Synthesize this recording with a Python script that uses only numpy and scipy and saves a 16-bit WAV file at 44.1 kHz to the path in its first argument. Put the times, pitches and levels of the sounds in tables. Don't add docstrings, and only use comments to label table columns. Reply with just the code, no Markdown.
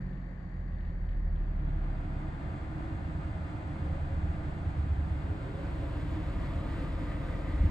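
import sys
import numpy as np
from scipy import signal
from scipy.fft import rfft, irfft, next_fast_len
from scipy.io import wavfile

SR = 44100
rng = np.random.default_rng(int(sys.argv[2]) if len(sys.argv) > 2 else 0)


def dump(signal):
    limited = np.clip(np.atleast_2d(signal).T, -1, 1)
    pcm = np.round(limited * 32767).astype(np.int16)
    wavfile.write(sys.argv[1], SR, pcm)


N = 339746

# (time [s], speed [rpm])
SPEED = [(0, 1815), (.5, 1715), (.9, 1650), (1.5, 1490), (2.1, 1350), (2.4, 1280), (2.7, 1240), (3.3, 1210),
         (3.6, 1185), (3.9, 1140), (4.2, 1085), (4.4, 1020), (4.7, 970), (5.1, 920), (5.3, 893), (5.5, 875),
         (6.4, 815), (6.8, 810), (7.7, 820)]
# (pitch [Hz], level [dB], t60 [s])
BODY_MODES = [(75.4, -1, 0.18), (81, -1.5, 0.18), (86.6, -4.5, 0.24), (102, -9.5, .15), (136, -9, 0.054),
              (153.2, -5, 0.15), (179.3, -3.5, 0.2), (203.7, -11, 1)]
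# (frequency [Hz], likeness [0-1], right lead [rad], left minus right [dB])
SIDE_IMAGE = [(78, 1, 0, -1.3), (167, 1, 0.66, -0.5), (284, 0.99, -0.17, -1.3), (446, 0.75, -1.5, 6.5),
              (700, 0.74, 0.42, -4), (940, 0.58, -3, -1), (1400, 0.12, -2.5, 1.5), (1910, 0.29, -2.5, 2.5),
              (2800, 0.26, -1, -1.7), (4200, 0.33, -0.3, 2.5), (6500, 0.69, 1, 0.5), (8000, 0.85, 0.5, 1.5),
              (8700, 0.92, 2, 0.2), (13000, 0.88, -1, 1.5)]
CENTRE_IMAGE = [(80, 1, -2, -1), (170, 0.85, 0.3, 0.5), (294, 0.9, -0.09, 0.5), (450, 0.75, 0.5, 0.5),
                (690, 0.7, -0.6, -8.5), (1020, 0.56, -0.1, 2), (1350, 0.54, 0, 0.5), (1900, 0.4, 0.9, 0.4),
                (2820, 0.87, -1.64, 1.5), (4270, 0.63, -1.2, 3), (6500, 0.57, 0.4, -1),
                (7950, 0.82, -0.1, 1), (9000, 0.86, 3, 0), (13000, 0.88, 0.5, 0)]
# (time [s], facing the centre vents [0-1])
FACING = [(0, 0.01), (5, 0.34), (5.5, 0.59), (6, 0.93), (6.45, 0.96), (6.65, 0.99), (7.7, 0.99)]
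WARM_RPM = 800
RUSH_DB_PER_OCT = 9


def from_db(db):
    return 10 ** (np.asarray(db) / 20)


def rms_one(x):
    return x / np.sqrt(np.mean(x ** 2) + 1e-20)


def in_time(rows):
    s, *columns = np.transpose(rows)
    return [np.interp(np.arange(N) / SR, s, c) for c in columns]


def at_hz(rows, hz):
    f, *columns = np.transpose(rows)
    return [np.interp(np.log(hz), np.log(f), c) for c in columns]


def drift(rate):
    r = np.exp(-80 * np.pi * rate / SR)
    noise = rng.standard_normal(N // 40 + 4002)
    slow = signal.lfilter([1], [1, -2 * r, r * r], noise)[4000:]
    return np.interp(np.arange(N) / 40, np.arange(len(slow)), rms_one(slow))


def ring(clicks, hz, t60):
    r = from_db(-60 / (t60 * SR))
    w = 2 * np.pi * hz / SR
    return signal.lfilter([0, np.sin(w)], [1, -2 * r * np.cos(w), r * r], clicks + 1e-18)


def stereo_noise(colour, image, ducts=()):
    size = next_fast_len(N)
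    hz = np.maximum(np.arange(size // 2 + 1) * SR / size, 1)
    level_db, = at_hz(colour, hz)
    for centre_hz, width_hz, lift_db in ducts:
        level_db = level_db + lift_db / (1 + (2 * (hz - centre_hz) / width_hz) ** 2)
    alike, lead, balance_db = at_hz(image, hz)
    alike = np.clip(alike, 0, 1)
    shared, own = rfft(rng.standard_normal((2, size)))
    left = shared * from_db(level_db + balance_db / 2)
    right = alike * np.exp(1j * lead) * shared + np.sqrt(1 - alike ** 2) * own
    right = right * from_db(level_db - balance_db / 2)
    pair = irfft(np.array([left, right]), size)[:, :N]
    return pair / np.sqrt(np.mean(pair.mean(axis=0) ** 2))


def crank_angle():
    rpm = in_time(SPEED)[0] * (1 + 0.0025 * drift(3.33))
    return 2 * np.pi * np.cumsum(rpm / 60) / SR


def octaves_up():
    return np.log2(in_time(SPEED)[0] / WARM_RPM)


def airflow_octaves():
    start_s, spin_up_s = 1.043, 0.34
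    age = np.maximum(np.arange(N) / SR - start_s, 0) / spin_up_s
    airflow = 1 - np.exp(-age ** 2 / (1 + age))
    return np.log2(np.maximum(airflow, .05))


def engine_orders(crank):
    # (multiple of crank speed [ratio], level at warm reference [dB], slope [dB per octave of engine speed])
    main_orders = [(1.5, -49, 1), (2, -68, 6.5), (3, -50.5, 1), (3.5, -67.5, 12.5), (4.5, -46, 1),
                   (6, -51, 4.5), (6.5, -58.5, 6), (7.5, -50.5, -3), (9, -45, -14)]
    # (multiple of crank speed [ratio], relative level [dB])
    side_orders = [(2.5, -12), (4, -6), (5, -1), (5.5, -4), (7, -3), (8, -4), (8.5, -7), (10, -8), (11, -3)]
    # (time [s], level [dB])
    line_level = [(0, 3), (.3, -3.5), (.47, -5.5), (.75, 1.5), (1.7, 2.5), (2.2, -1.5), (2.6, -0.5),
                  (3.3, 2.5), (3.6, -9), (3.9, 6.5), (4.3, -2.5), (4.9, 0), (5.5, -2.5), (7.7, -1.5)]
    # (frequency [Hz], gain [dB])
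    body_gain = [(14, -26.5), (20, -12), (23, -6), (26.5, 11), (30, -6), (33, 8.5), (36, 11.5), (40, 13.5),
                 (46, 5), (52, 3), (55, -8.5), (58, -7), (60.5, 2.5), (62, 6), (67, 3), (72, 0.5),
                 (78, -3.5), (84, 1.5), (90, -10), (97, -11), (108, -11.5), (120, -7.5), (132, 0), (145, 1),
                 (160, -4.5), (180, 0), (215, -4.5)]
    turns_hz = in_time(SPEED)[0] / 60
    line_db, = in_time(line_level)
    up = octaves_up()
    lead = np.array([[-.09], [.09]])
    out = np.zeros((2, N))
    for order, level_db, slope_db in main_orders:
        level_db = level_db + line_db + slope_db * up + at_hz(body_gain, order * turns_hz)[0]
        phase = order * crank + rng.normal(0, .5) + lead
        out -= from_db(level_db + 1.4 * drift(2.0)) * np.cos(phase)
    uneven_db = -49.5 - 12 * up
    for order, level_db in side_orders:
        phase = order * crank + rng.uniform(0, 2 * np.pi) + lead
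        out += from_db(uneven_db + level_db + 3.0 * drift(0.64)) * np.sin(phase)
    out = signal.sosfilt(signal.butter(4, 235, fs=SR, output="sos"), out)
    return np.sqrt(2) * out * from_db([[-.3], [.3]])


def shake(crank):
    # (time [s], level [dB rms])
    shake_level = [(0, -45), (.5, -61), (.9, -43.5), (1.3, -39), (1.75, -46), (2.1, -62), (2.8, -68.5),
                   (7.7, -80.5)]
    return np.sqrt(2) * from_db(in_time(shake_level)[0]) * np.sin(crank + rng.uniform(0, 2 * np.pi))


def panel_hum():
    # (time [s], pitch [Hz], level before the slow chance [dB rms])
    hum_curve = [(.3, 77.9, -61), (.85, 76.46, -45), (1.2, 75.15, -44), (1.6, 70.7, -46),
                 (2.1, 71.4, -71.5), (3.55, 76.43, -72), (3.85, 75.7, -50), (4.3, 73.76, -41),
                 (4.55, 71.06, -49), (4.9, 70.4, -34), (5.15, 68.7, -40), (5.4, 69, -70)]
    hz, level_db = in_time(hum_curve)
    phase = 2 * np.pi * np.cumsum(hz) / SR + rng.uniform(0, 2 * np.pi)
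    return np.sqrt(2) * from_db(level_db + 2.9 * drift(4)) * np.sin(phase)


def rumble(crank):
    # (frequency [Hz], density [dB per Hz])
    roar_colour = [(12, -70), (30, -38), (48, -15), (80, 1.5), (125, -6), (165, -4), (195, -11.5),
                   (235, -21.5), (300, -53), (500, -120)]
    roar_db = -46.5 + 7 * 2 ** airflow_octaves()
    thud_db = -44 - 5.5 * octaves_up()
    fired = np.diff(np.floor(1.5 * crank / (2 * np.pi)), prepend=0) > 0
    push = fired * (.8 * rng.standard_normal(N) - 1.3)
    thuds = np.zeros(N)
    for hz, level_db, t60 in BODY_MODES:
        thuds += from_db(level_db) * ring(push + fired * rng.standard_normal(N), hz, t60)
    thuds = rms_one(signal.sosfilt(signal.butter(4, 260, fs=SR, output="sos"), thuds))
    thuds = np.array([np.roll(thuds, 18), thuds]) * from_db([[-.5], [.5]])
    roar = from_db(roar_db) * stereo_noise(roar_colour, SIDE_IMAGE)
    return roar + from_db(thud_db) * thuds


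def engine_bay(crank):
    # (frequency [Hz], density [dB per Hz])
    bay_colour = [(40, -60.5), (150, -24.5), (260, -1), (360, -3.5), (392, -4.5), (442, -17.5), (515, -6),
                  (665, -11.5), (700, -11.5), (1210, -14.5), (1340, -19.5), (1820, -13), (2200, -21.5),
                  (2480, -30), (3600, -38), (4440, -41.5), (4910, -44.5), (15400, -68.5)]
    # (frequency [Hz], likeness [0-1], right lead [rad], left minus right [dB])
    bay_image = [(80, 0.99, 0.2, -0.6), (170, 0.99, 0.5, -1.1), (300, 0.71, 0.2, -0.1),
                 (450, 0.4, 0.0, 0.3), (680, 0.6, 0.1, -3.9), (1000, 0.37, -2.0, -0.8),
                 (1350, 0.03, 1.0, 4.5), (1900, 0.61, -2.1, 11.6), (2800, 0.04, -1.5, 7.8),
                 (4200, 0.24, -1.0, 13.9), (6500, 0.32, 0.3, 5.0), (7800, 0.41, 0.8, 4.9),
                 (9000, 0.39, 1.7, 0.2), (13000, 0.73, 0.0, -0.0)]
    # (centre [Hz], width [Hz], lift [dB])
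    bay_peaks = [(4535, 200, 11), (5340, 750, -4), (7170, 1400, 8)]
    level_db = -60.5 + 5.5 * octaves_up() + .5 * drift(3.7)
    pulse = 1 + .05 * np.cos(1.5 * crank)
    return from_db(level_db) * pulse * stereo_noise(bay_colour, bay_image, bay_peaks)


def ticking():
    # (time [s], strike level [dB])
    tick_times = [(.092, -66), (.132, -64), (.172, -68), (.212, -67), (.722, -63), (.762, -66), (.785, -65),
                  (.808, -64), (.85, -62), (.89, -63), (1.051, -66), (1.09, -60.5), (1.13, -63),
                  (1.17, -67), (1.36, -61), (1.4, -62), (1.45, -69), (1.69, -64), (1.73, -69)]
    # (pitch [Hz], level [dB], t60 [s])
    tick_modes = [(2550, 4, .012), (2850, 3, .011), (3200, 1, .01), (3550, 1, .01), (3900, 0, .009),
                  (4250, -1, .009)]
    s, strike_db = np.transpose(tick_times)
    first_bounce = s + rng.uniform(.012, .02, len(s))
    second_bounce = s + rng.uniform(.022, .036, len(s))
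    s = np.r_[s, first_bounce, second_bounce]
    strike_db = np.r_[strike_db, strike_db - 4, strike_db - 7]
    strengths_db = rng.normal(0, 1.8, (len(s), len(tick_modes)))
    smear = rng.uniform(0, .0015, strengths_db.shape)
    out = np.zeros(N)
    for k, (hz, level_db, t60) in enumerate(tick_modes):
        clicks = np.zeros(N)
        at = ((s + smear[:, k]) * SR).astype(int)
        clicks[at] = from_db(strike_db + level_db - 5 + strengths_db[:, k])
        out += ring(clicks, hz, t60)
    muffled = signal.sosfilt(signal.butter(4, [2300, 4500], "band", fs=SR, output="sos"), out)
    return muffled * from_db([[4], [-9]])


def blower():
    # (frequency [Hz], density [dB per Hz])
    side_vents = [(40, -66.5), (120, -34.5), (200, -12), (231, -11), (309, 1.5), (364, -11.5), (437, -15.5),
                  (676, -11.5), (1110, -12.5), (1400, -16.5), (3350, -33), (5680, -44), (8020, -46),
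                  (8950, -45.5), (10300, -84), (15400, -62)]
    centre_vents = [(40, -76), (120, -45.5), (200, -12), (293, 4.5), (371, -10.5), (506, -10.5),
                    (782, -16.5), (1230, -15.5), (1350, -16.5), (1910, -18.5), (5680, -36), (8170, -44),
                    (9110, -37.5), (9980, -86.5), (12900, -54.5), (15400, -57)]
    # (centre [Hz], width [Hz], lift [dB])
    side_duct = [(656, 70, 1.5), (580, 32, -5.5), (950, 54, 1), (1120, 60, -8), (1210, 60, 2),
                 (1300, 50, -6.5), (1390, 150, 1), (1840, 87, -2.5), (2000, 1200, 3), (2065, 46, 3),
                 (2160, 54, 4.5), (2270, 90, -5.5), (2500, 70, -6.5), (2490, 71, 7.5), (2670, 82, -7),
                 (2750, 90, 4.5), (2920, 72, -8.5), (3410, 57, 6.5), (4560, 810, 2.5), (5650, 1300, -7)]
    centre_duct = [(667, 97, 5.5), (790, 40, -1.5), (955, 200, 5), (1320, 87, -2.5), (1410, 27, 4.5),
                   (1490, 59, -6), (1535, 35, 6), (2170, 650, -2), (3450, 130, 1), (4670, 1800, 1),
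                   (5750, 1780, -10.5)]
    flow, facing = airflow_octaves(), in_time(FACING)[0]
    side = from_db(-47 + 0.5 * drift(7)) * stereo_noise(side_vents, SIDE_IMAGE, side_duct)
    centre = from_db(-43.5 + 0.5 * drift(7)) * stereo_noise(centre_vents, CENTRE_IMAGE, centre_duct)
    air = from_db(RUSH_DB_PER_OCT * flow) * (np.sqrt(1 - facing ** 2) * side + facing * centre)
    treble = signal.sosfiltfilt(signal.butter(2, 5000, "high", fs=SR, output="sos"), air)
    treble_db = 2.5 + 14 * flow
    return air + (from_db(treble_db) - 1) * treble


def duct_tones():
    # (pitch [Hz], width [Hz], level facing away [dB],
    # level facing the centre vents [dB], narrowness of the beam [exponent])
    tones = [(310.6, 30.3, -61, -55, 5), (400, 55, -75.5, -75.5, 2), (510, 45, -71.5, -55.5, 7),
             (552, 33, -68, -58, 4.8), (660, 54, -66, -65, 2), (1217, 49, -76.5, -56, 13),
             (1234, 88, -80.5, -59.5, 14), (1956, 350, -80.5, -58.5, 5.7)]
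    # (centre time [s], pitch [Hz], length [s], added level [dB])
    tone_swells = [(2.84, 308, 0.62, -47), (3.846, 308, 0.18, -52.5), (3.905, 548, 0.54, -58.5),
                   (5.5, 405, 0.79, -58), (5.547, 548, 0.6, -54), (5.952, 308, 0.87, -51)]
    # (offset from the pitch [widths], level [dB])
    skirts = [(-5, -140), (-2, -30), (-.5, -4), (0, 0), (.5, -4), (2, -30), (5, -140)]
    t, facing = np.arange(N) / SR, in_time(FACING)[0]
    flow_db = RUSH_DB_PER_OCT * airflow_octaves()
    out = 0
    for hz, width_hz, away_db, facing_db, focus in tones:
        band = [(hz * np.exp(k * width_hz / hz), db) for k, db in skirts]
        beam_db = away_db + (facing_db - away_db) * facing ** focus
        gain = from_db(beam_db + flow_db + 0.8 * drift(0.59))
        for s, swell_hz, length, db in tone_swells:
            if abs(np.log2(swell_hz / hz)) < .05:
                gain = gain + from_db(db) * np.exp(-(2 * (t - s) / length) ** 2)
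        flutter = from_db(2.5 * drift(7))
        out = out + gain * flutter * stereo_noise(band, CENTRE_IMAGE)
    return out


def lope(crank):
    # (start [s], length [s], thump strength before chance and filtering [dB])
    lope_spells = [(3.049, 0.36, -35), (3.74, 0.55, -31.5), (4.592, .72, -31.5)]
    t, thumps = np.arange(N) / SR, np.zeros(N)
    for s, length, strength_db in lope_spells:
        turn = np.floor((crank - crank[int(s * SR)]) / (2 * np.pi))
        new_turn = np.diff(turn, prepend=turn[0]) > 0
        thumps += from_db(strength_db) * new_turn * (t < s + length) * (turn >= 0)
    thumps = thumps * from_db(3 * rng.standard_normal(N))
    body = np.zeros(N)
    for hz, level_db, t60 in BODY_MODES:
        body += from_db(level_db) * ring(thumps, hz, t60 / 2)
    return signal.sosfilt(signal.butter(2, [70, 104], "band", fs=SR, output="sos"), body)


def knocks():
    # (time [s], level before the onset swell [dB], pitch [Hz], t60 [s])
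    blows = [(7.529, -23.5, 60.6, 0.54), (7.601, -9, 58, 0.12), (7.637, -3, 121, 0.035),
             (7.647, -5, 77, 0.079)]
    out = np.zeros(N)
    for s, level_db, hz, t60 in blows:
        age = np.maximum(np.arange(N) / SR - s, 0)
        onset = (1 - np.exp(-age / 0.004)) ** 2
        decay = from_db(level_db - 60 * age / t60)
        out -= onset * decay * np.sin(2 * np.pi * hz * age)
    return out


def scene():
    # (time [s], left minus right [dB])
    engine_pan = [(0, 0), (2, 0), (3.5, -0.5), (5, -1), (5.6, 0), (7.7, 2)]
    crank = crank_angle()
    lows = engine_orders(crank) + shake(crank) + panel_hum() + rumble(crank) + lope(crank)
    lows = lows * from_db(in_time(engine_pan)[0] * [[.5], [-.5]])
    return lows + engine_bay(crank) + ticking() + blower() + duct_tones() + knocks()


def record(dry):
    fade = np.sin(np.pi / 2 * np.minimum(np.arange(N) / (.008 * SR), 1)) ** 2
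    dry = signal.sosfilt(signal.butter(2, 12, "high", fs=SR, output="sos"), dry)
    return signal.sosfilt(signal.cheby2(16, 60, 15600, fs=SR, output="sos"), dry * fade)


dry = scene()
out = record(dry)
dump(out)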